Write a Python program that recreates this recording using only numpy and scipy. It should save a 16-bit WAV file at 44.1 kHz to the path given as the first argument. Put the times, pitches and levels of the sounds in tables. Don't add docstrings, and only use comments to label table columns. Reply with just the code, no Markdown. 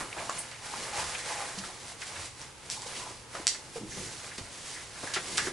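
import sys
import numpy as np
from scipy import signal
from scipy.fft import rfft, irfft, next_fast_len
from scipy.io import wavfile
from scipy.ndimage import uniform_filter1d

SR = 44100
rng = np.random.default_rng(int(sys.argv[2]) if len(sys.argv) > 2 else 0)


def log_audio(samples):
    frames = np.atleast_2d(samples).T
    limited = np.clip(frames, -1, 1)
    pcm = np.round(limited * 32767).astype(np.int16)
    wavfile.write(sys.argv[1], SR, pcm)


def undo_db(level):
    steps = np.asarray(level, float) / 20
    return 10 ** steps


N = 243469
T = np.arange(N) / SR


def colour(x, points, share=0.9):
    size = next_fast_len(x.shape[-1])
    hz, db = np.transpose(points)
    f = np.maximum(np.arange(size // 2 + 1) * SR / size, 1)
    gain_db = share * np.interp(np.log(f), np.log(hz), db)
    return irfft(rfft(x, size) * undo_db(gain_db), size)[..., :x.shape[-1]]


def unit(x):
    return x / np.sqrt(np.mean(x ** 2))


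def walk(rate):
    hold = int(SR / rate)
    steps = np.repeat(rng.standard_normal(N // hold + 1), hold)
    return 1.2 * uniform_filter1d(uniform_filter1d(steps, hold), hold)[:N]


def grit(per_s, spread_db):
    size = np.minimum(rng.exponential(size=(2, N)), 5)
    slips = rng.random((2, N)) < per_s / SR
    return slips * rng.standard_normal((2, N)) * undo_db(spread_db * size)


def resonate(x, hz, width):
    b, a = signal.iirpeak(min(hz, .45 * SR), hz / width, fs=SR)
    return signal.lfilter(b, a, x)


def swell(t, rise, t60):
    return np.minimum(t / rise, 1) ** 2 * 1000 ** (-np.maximum(t - rise, 0) / t60)


def add(out, s, x):
    i = int(s * SR)
    out[..., i:i + x.shape[-1]] += x[..., :N - i]


# [dB rms of the fibre hiss, before variation and mixing]
RUBBING = [(0.0, -42.5), (.09, -53), (.2, -45.5), (.38, -41), (.47, -48), (.53, -48.5), (.61, -50.5),
           (.66, -44), (.83, -40.5), (.92, -43), (.98, -37), (1.08, -39), (1.14, -40.5), (1.19, -41),
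           (1.3, -40), (1.5, -43.5), (1.66, -44.5), (1.78, -50), (1.9, -44.5), (1.98, -53), (2.022, -40),
           (2.055, -44.5), (2.165, -44), (2.2, -43.5), (2.27, -44), (2.34, -56), (2.41, -45.5), (2.55, -60),
           (2.68, -49.5), (2.74, -46), (2.83, -47), (2.95, -41.5), (3.1, -45), (3.27, -59.5), (3.35, -44.5),
           (3.46, -49.5), (3.72, -53), (3.77, -44), (3.83, -54), (3.98, -44), (4.24, -44), (4.33, -47.5),
           (4.5, -49.5), (4.7, -42.5), (4.8, -44), (4.9, -48), (5.0, -46), (5.04, -40.5), (5.12, -44.5),
           (5.22, -44), (5.31, -37), (5.36, -37.5), (5.43, -38.5), (5.47, -38.5), (5.52, -45.5)]
# start_s [s], fold_db [dB rms], flap_db [dB rms], both at usual rubbing
SLACKNESS = [(0.0, -37.5, -45), (.25, -45, -48), (.5, -45.5, -59), (.85, -44, -53), (1.0, -41, -51),
             (1.15, -46, -59), (1.4, -44, -54.5), (1.7, -48, -51), (2.05, -46, -55), (2.4, -48.5, -57),
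             (2.75, -46.5, -51), (3.1, -52, -49.5), (3.4, -43.5, -49.5), (3.8, -52, -47.5),
             (4.0, -54, -42.5), (4.2, -46, -59.5), (4.4, -50, -49), (4.7, -50.5, -59), (5.1, -46.5, -50.5),
             (5.52, -49.5, -46.5)]
# [relative dB per Hz, 0.9 of it applied]
FIBRE_SPECTRUM = [(1180, -18.5), (2000, -2), (2640, -3), (4790, -0.5), (6050, -1.5), (8580, -3),
                  (10600, -7.5), (11400, -21), (14800, -63), (22000, -120)]
FOLD_SPECTRUM = [(250, -16), (500, 5.5), (900, 6), (1500, 4.5), (2200, 3), (3500, -8.5)]
FLAP_SPECTRUM = [(25, -4.5), (45, -4.5), (100, -1.5), (200, 0), (400, 0.5), (700, -16.5)]
USUAL_RUBBING_DB = -45
FOLD_FOLLOW, FLAP_FOLLOW = 0.84, 0.93


def cloth():
    hiss_db = np.interp(T, *np.transpose(RUBBING))
    s, *columns = np.transpose(SLACKNESS)
    fold_db, flap_db = (np.interp(T, s, column) for column in columns)
    harder_db = hiss_db - USUAL_RUBBING_DB
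    grip_db = .9 * walk(30)
    hiss_db = hiss_db + 1.2 * walk(45)
    fold_db = fold_db + FOLD_FOLLOW * harder_db + 1.73 * walk(20)
    flap_db = flap_db + FLAP_FOLLOW * harder_db + 1.63 * walk(10)
    fibres = unit(colour(grit(15000, 0.56), FIBRE_SPECTRUM)) * undo_db(hiss_db)
    folds = unit(colour(grit(5000, 1.8), FOLD_SPECTRUM)) * undo_db(fold_db)
    flaps = unit(colour(rng.standard_normal((2, N)), FLAP_SPECTRUM)) * undo_db(flap_db)
    return undo_db(grip_db) * (fibres + folds + flaps)


# start_s [s], # level_db
# [dB rms before decay and mixing], pitch_hz [Hz], width_hz [Hz, nominal: each of two resonances is 1.2 times as
# wide], t60_s [s]
BRUSH_EVENTS = [(.002, -34.5, 1130, 600, 0.19), (.125, -36, 2500, 900, 0.031),
                (0.163, -36.5, 725, 700, 0.4), (0.179, -38, 2170, 1200, 0.21), (.2, -41, 894, 500, 0.39),
                (.291, -33, 990, 900, 0.13), (.512, -43, 1870, 2000, 0.21), (.733, -31.5, 1030, 300, 0.05),
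                (.93, -39, 2700, 1500, 0.054), (.985, -38, 1190, 1400, .25),
                (1.146, -30.5, 2100, 1210, .07), (1.582, -34.5, 4400, 5000, 0.075),
                (1.632, -38, 1230, 700, 0.1), (2.016, -35, 1870, 1300, 0.081),
                (2.155, -39, 1600, 1800, 0.17), (2.705, -34, 5600, 6300, 0.42),
                (2.728, -43, 2340, 200, .12), (2.865, -38.5, 5070, 6000, 0.11),
                (2.95, -40, 2500, 1500, 0.17), (3.062, -42.5, 870, 348, .19), (3.103, -41, 590, 600, 0.1),
                (3.348, -34.5, 900, 1300, 0.093), (3.36, -46.5, 680, 900, 1),
                (3.475, -30, 5200, 5000, 0.28), (3.545, -40, 1700, 900, 0.072),
                (3.756, -43, 586, 900, 0.15), (3.81, -42.5, 227, 298, 0.24), (3.966, -44, 384, 700, 0.36),
                (4.311, -42.5, 1870, 600, 0.2), (4.378, -37, 2500, 6000, 0.11), (4.38, -41, 398, 800, 0.17),
                (5.03, -36.5, 590, 700, 0.19), (5.07, -34, 1710, 250, 0.064), (5.098, -42, 1620, 250, 0.45),
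                (5.134, -27.5, 3240, 5550, .23), (5.157, -29, 1650, 1300, 0.14),
                (5.16, -34.5, 700, 900, 0.19), (5.293, -45, 503, 700, 0.11),
                (5.369, -25.5, 4300, 5900, 0.12), (5.377, -24.5, 1680, 1410, 0.15),
                (5.467, -32.5, 1620, 700, 0.13)]
# start_s [s], level_db [dB rms before decay and mixing], pitch_hz [Hz], t60_s [s]
SLIDE_EVENTS = [(0.371, -31.5, 9100, 0.14), (.53, -47, 2240, .2), (.96, -37.5, 990, 0.43),
                (.97, -45, 80, 0.82), (1.165, -42.5, 1970, .83), (1.3, -45, 1870, 1), (1.28, -40, 960, 0.3),
                (1.67, -44.5, 770, 0.33), (2.75, -46.5, 920, 1), (2.97, -46, 990, 0.74),
                (3.8, -51, 300, 0.24), (3.85, -45, 59.7, 0.29), (3.969, -46, 60, 0.24),
                (3.891, -46, 6200, 0.99), (3.9, -48.5, 1880, 0.61), (4.031, -48.5, 1590, .4),
                (4.419, -54, 50, 0.44), (4.74, -44.5, 1880, 0.4), (4.938, -48, 1674, 0.15),
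                (5.15, -35.5, 1750, 0.16), (5.375, -33, 1810, 0.36)]
BRUSH_RISE_S, SLIDE_RISE_S = .0045, 0.02
SLIDE_WIDTH_HZ, SLIDE_WIDTH_SHARE = 49, 0.22


def brushes():
    out, t = np.zeros((2, N)), np.arange(SR // 2) / SR
    sudden = [(*row, BRUSH_RISE_S) for row in BRUSH_EVENTS]
    slow = [(s, db, hz, SLIDE_WIDTH_HZ + SLIDE_WIDTH_SHARE * hz, t60, SLIDE_RISE_S)
            for s, db, hz, t60 in SLIDE_EVENTS]
    for s, db, hz, width, t60, rise in sudden + slow:
        scrape = rng.standard_normal((2, len(t))) * undo_db(1.73 * rng.exponential(size=len(t)))
        ring = resonate(resonate(scrape, hz, 1.2 * width), hz, 1.2 * width)
        add(out, s, undo_db(db) * unit(ring) * swell(t, rise, t60))
    return out


# [dB, near rms]
DRAG_STROKES = [
    [(0.66, 827, -60), (0.73, 832.5, -46.5), (0.914, 809, -59), (0.938, 815, -41.5), (0.994, 820, -50),
     (1.012, 848, -50), (1.054, 883, -56), (1.08, 850, -66.5)],
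    [(1.24, 826, -50), (1.32, 856, -45), (1.358, 822, -45.5), (1.428, 799, -40), (1.492, 843, -66),
     (1.5, 831, -67.5)],
]


def drag():
    out = np.zeros(N)
    for stroke in DRAG_STROKES:
        s, hz, db = np.transpose(stroke)
        wobble = unit(uniform_filter1d(rng.standard_normal((2, N)), int(0.012 * SR)))
        uneven = 0.87 + 0.76 * (wobble[0] + 1j * wobble[1])
        tone = np.exp(2j * np.pi * np.cumsum(np.interp(T, s, hz)) / SR)
        level_db = np.interp(T, s, db, left=-120, right=-120)
        out += np.real(uneven * tone) * undo_db(level_db)
    return out


# start_s [s], level_db [dB peak before rise and roughness],
# pitch_hz [Hz at the start], glide [octaves per s], t60_s [s]
KNOCK_EVENTS = [(.293, -29, 1087, 1, .047), (.733, -46, 1040, 14, 0.033), (1.26, -38, 520, 10, 0.031),
                (1.573, -37, 194, 0, 0.23), (2.169, -44, 90, 0.5, 0.26), (2.86, -37.5, 512, -5, 0.054),
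                (3.348, -31, 670, -31, .012), (3.396, -38, 328, -9, 0.066), (3.756, -33.5, 495, -6.5, 0.14),
                (3.779, -39, 432, 4.5, 0.11), (3.805, -38, 326, -18.5, 0.15), (3.831, -35.5, 299, 2.5, .14),
                (3.871, -56, 152, -6, .2), (3.967, -36, 205, 9, 0.12), (4.056, -43, 110, 2, .17),
                (4.289, -46, 116, 6, 0.089), (4.381, -40, 255, -8, 0.052), (4.402, -37, 90, 2, 0.075),
                (5.035, -34, 290, 2, 0.028), (5.165, -29.5, 403, -5, 0.075), (5.469, -31.5, 355, 10, 0.095),
                (5.48, -35, 385, -1, 0.041), (5.505, -38, 380, -9, .1)]
KNOCK_RISE_S, KNOCK_RISE_CYCLES = 0.001, 1
KNOCK_ROUGH = 0.43


def knocks():
    out, t = np.zeros(N), np.arange(SR // 2) / SR
    for s, db, hz, glide, t60 in KNOCK_EVENTS:
        shape = swell(t, KNOCK_RISE_S + KNOCK_RISE_CYCLES / hz, t60)
        unevenness = unit(uniform_filter1d(rng.standard_normal(len(t)), int(SR / hz)))
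        shape = shape * (1 + KNOCK_ROUGH * unevenness)
        cycles = np.cumsum(hz * 2 ** (glide * t)) / SR
        add(out, s, undo_db(db) * shape * np.sin(2 * np.pi * cycles))
    return out


# start_s [s], level_db [dB peak before the band-pass in scene()], dullness [0-1]
TICK_EVENTS = [(0.2969, -17.5, 0.5), (0.5144, -28, 0.5), (0.7765, -29, 0), (1.0952, -27, .1),
               (1.1502, -36, .2), (1.26, -26, .1), (2.0178, -23, 1), (2.2584, -23, 0.29),
               (2.4160, -26, 0.2), (2.7006, -14, 0.44), (2.7076, -34, .1), (2.82, -22, 0),
               (3.352, -27, 0.6), (3.4695, -.6, 0), (3.4783, -4.5, 0), (3.547, -23, 0.87), (4.38, -23, 0.4),
               (5.3803, -7, .05)]
# pitch_hz [Hz], level_db [relative dB before dulling and variation], t60_s [s]
PLASTIC_MODES = [(2100, -18.5, 0.02), (3740, -25, 0.0078), (4770, 1, 0.0083), (5720, 5.5, 0.0051),
                 (6980, 6, 0.0029), (7700, 2, 0.0054), (8300, -7, 0.013)]


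def ticks():
    out, t = np.zeros(N), np.arange(800) / SR
    for s, db, dull in TICK_EVENTS:
        vary_db = 6.5 * rng.standard_normal(len(PLASTIC_MODES)) * (db < -10)
        ring = np.zeros(len(t))
        for (hz, mode_db, t60), vary in zip(PLASTIC_MODES, vary_db):
            dulling_db = 14.3 * dull * np.log2(hz / 3000)
            ring += undo_db(mode_db + vary - dulling_db) * np.sin(2 * np.pi * hz * t) * 1000 ** (-t / t60)
        add(out, s, undo_db(db) * ring / np.abs(ring).max())
    return out


# [side minus mid dB, 0.9 of it applied]
PORT_SIDES = [(60, -10), (110, -19), (190, -9), (350, -13.5), (630, -13.5), (1140, -13), (2050, -9),
              (3690, -8.5), (6660, -7.5), (12000, -2.5)]


def ports(mid, other):
    side = colour(other, PORT_SIDES)
    return np.array([mid + side, mid - side])


# delay_s [s], level_db [dB relative to the direct sound]
ROOM_ECHOES = [(.0058, -15), (.022, -22)]
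# [relative dB, 0.9 of it applied]
TAIL_SPECTRUM = [(300, -2.5), (1000, 1.5), (3000, 0.5), (7000, 1), (11000, -7)]
ROOM_T60_S = .26


def room(x, wet_db):
    t = np.arange(int(.4 * SR)) / SR
    noise = colour(rng.standard_normal((2, len(t))), TAIL_SPECTRUM)
    common, other = noise * 1000 ** (-t / ROOM_T60_S) * np.minimum(t / 0.0087, 1)
    answer = undo_db(wet_db) * ports(common, undo_db(4) * other) / np.sqrt(np.sum(common ** 2))
    answer[:, 0] += 1
    for delay, db in ROOM_ECHOES:
        answer[:, int(delay * SR)] += undo_db(db)
    return signal.fftconvolve(x[None], answer, axes=1)[:, :N]


# start_s [s], level_db [dB peak before each throb varies]
TRILL_LEVEL = [(0, -49), (.3, -49), (.6, -49), (.95, -47), (1.2, -54), (1.4, -75)]
TRILL_HZ, THROBS_PER_S = 2900, 20.


def trill():
    beat = THROBS_PER_S * (T - .025)
    throb = np.maximum(np.sin(2 * np.pi * beat), 0) ** 4.2 * undo_db(2.0 * walk(19))
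    level_db = np.interp(T, *np.transpose(TRILL_LEVEL))
    return undo_db(level_db) * throb * np.sin(2 * np.pi * TRILL_HZ * T)


# [relative dB per Hz, 0.9 of it applied]
HISS_SPECTRUM = [(15, -43), (25, -8.5), (129, 1.5), (180, -11), (300, -7.5), (419, -9.5), (452, -5),
                 (615, -11.5), (664, -14.5), (858, -7), (2000, -16.5), (2210, -15), (11400, -24),
                 (14800, -83), (22000, -120)]
# pitch_hz [Hz], level_db [dB rms before it wavers]
HUM_TONES = [(120, -68)]
HISS_DB = -52.5


def background():
    mid, other = undo_db(HISS_DB) * unit(colour(rng.standard_normal((2, N)), HISS_SPECTRUM))
    hum = np.zeros(N)
    for hz, db in HUM_TONES:
        hum += undo_db(db + 2.7 * walk(3.07)) * np.sqrt(2) * np.sin(2 * np.pi * hz * T)
    return ports(mid + hum, undo_db(4.5) * other)


def scene():
    mid, other = cloth() + brushes()
    soft = room(drag() + knocks() + undo_db(-1.5) * mid, wet_db=-18.5)
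    soft = soft + ports(0, undo_db(-3.0) * other)
    band = signal.butter(3, [1400, 10200], "band", fs=SR, output="sos")
    hard = room(signal.sosfilt(band, ticks()), wet_db=-7)
    return hard + soft + trill() + background()


def band_limit(x):
    return signal.sosfilt(signal.butter(12, 12590, fs=SR, output="sos"), x)


# frequency_hz [Hz], level_db [left minus right dB]
PORT_LEAN = [(60, 0), (110, -2.5), (190, 0.5), (350, -1), (630, -0.5), (1140, -1), (2050, -0.5),
             (3690, 0.5), (6660, -2), (12000, -3)]
# [dB, 0.9 of it applied]
TOP_CUT = [(11230, 0), (11270, -10), (11310, -80)]


def record(dry):
    left = colour(dry[0], PORT_LEAN, .5)
    right = colour(dry[1], PORT_LEAN, -.5)
    mix = colour(np.array([left, right]), TOP_CUT)
    return band_limit(mix)


dry = scene()
out = record(dry)
log_audio(out)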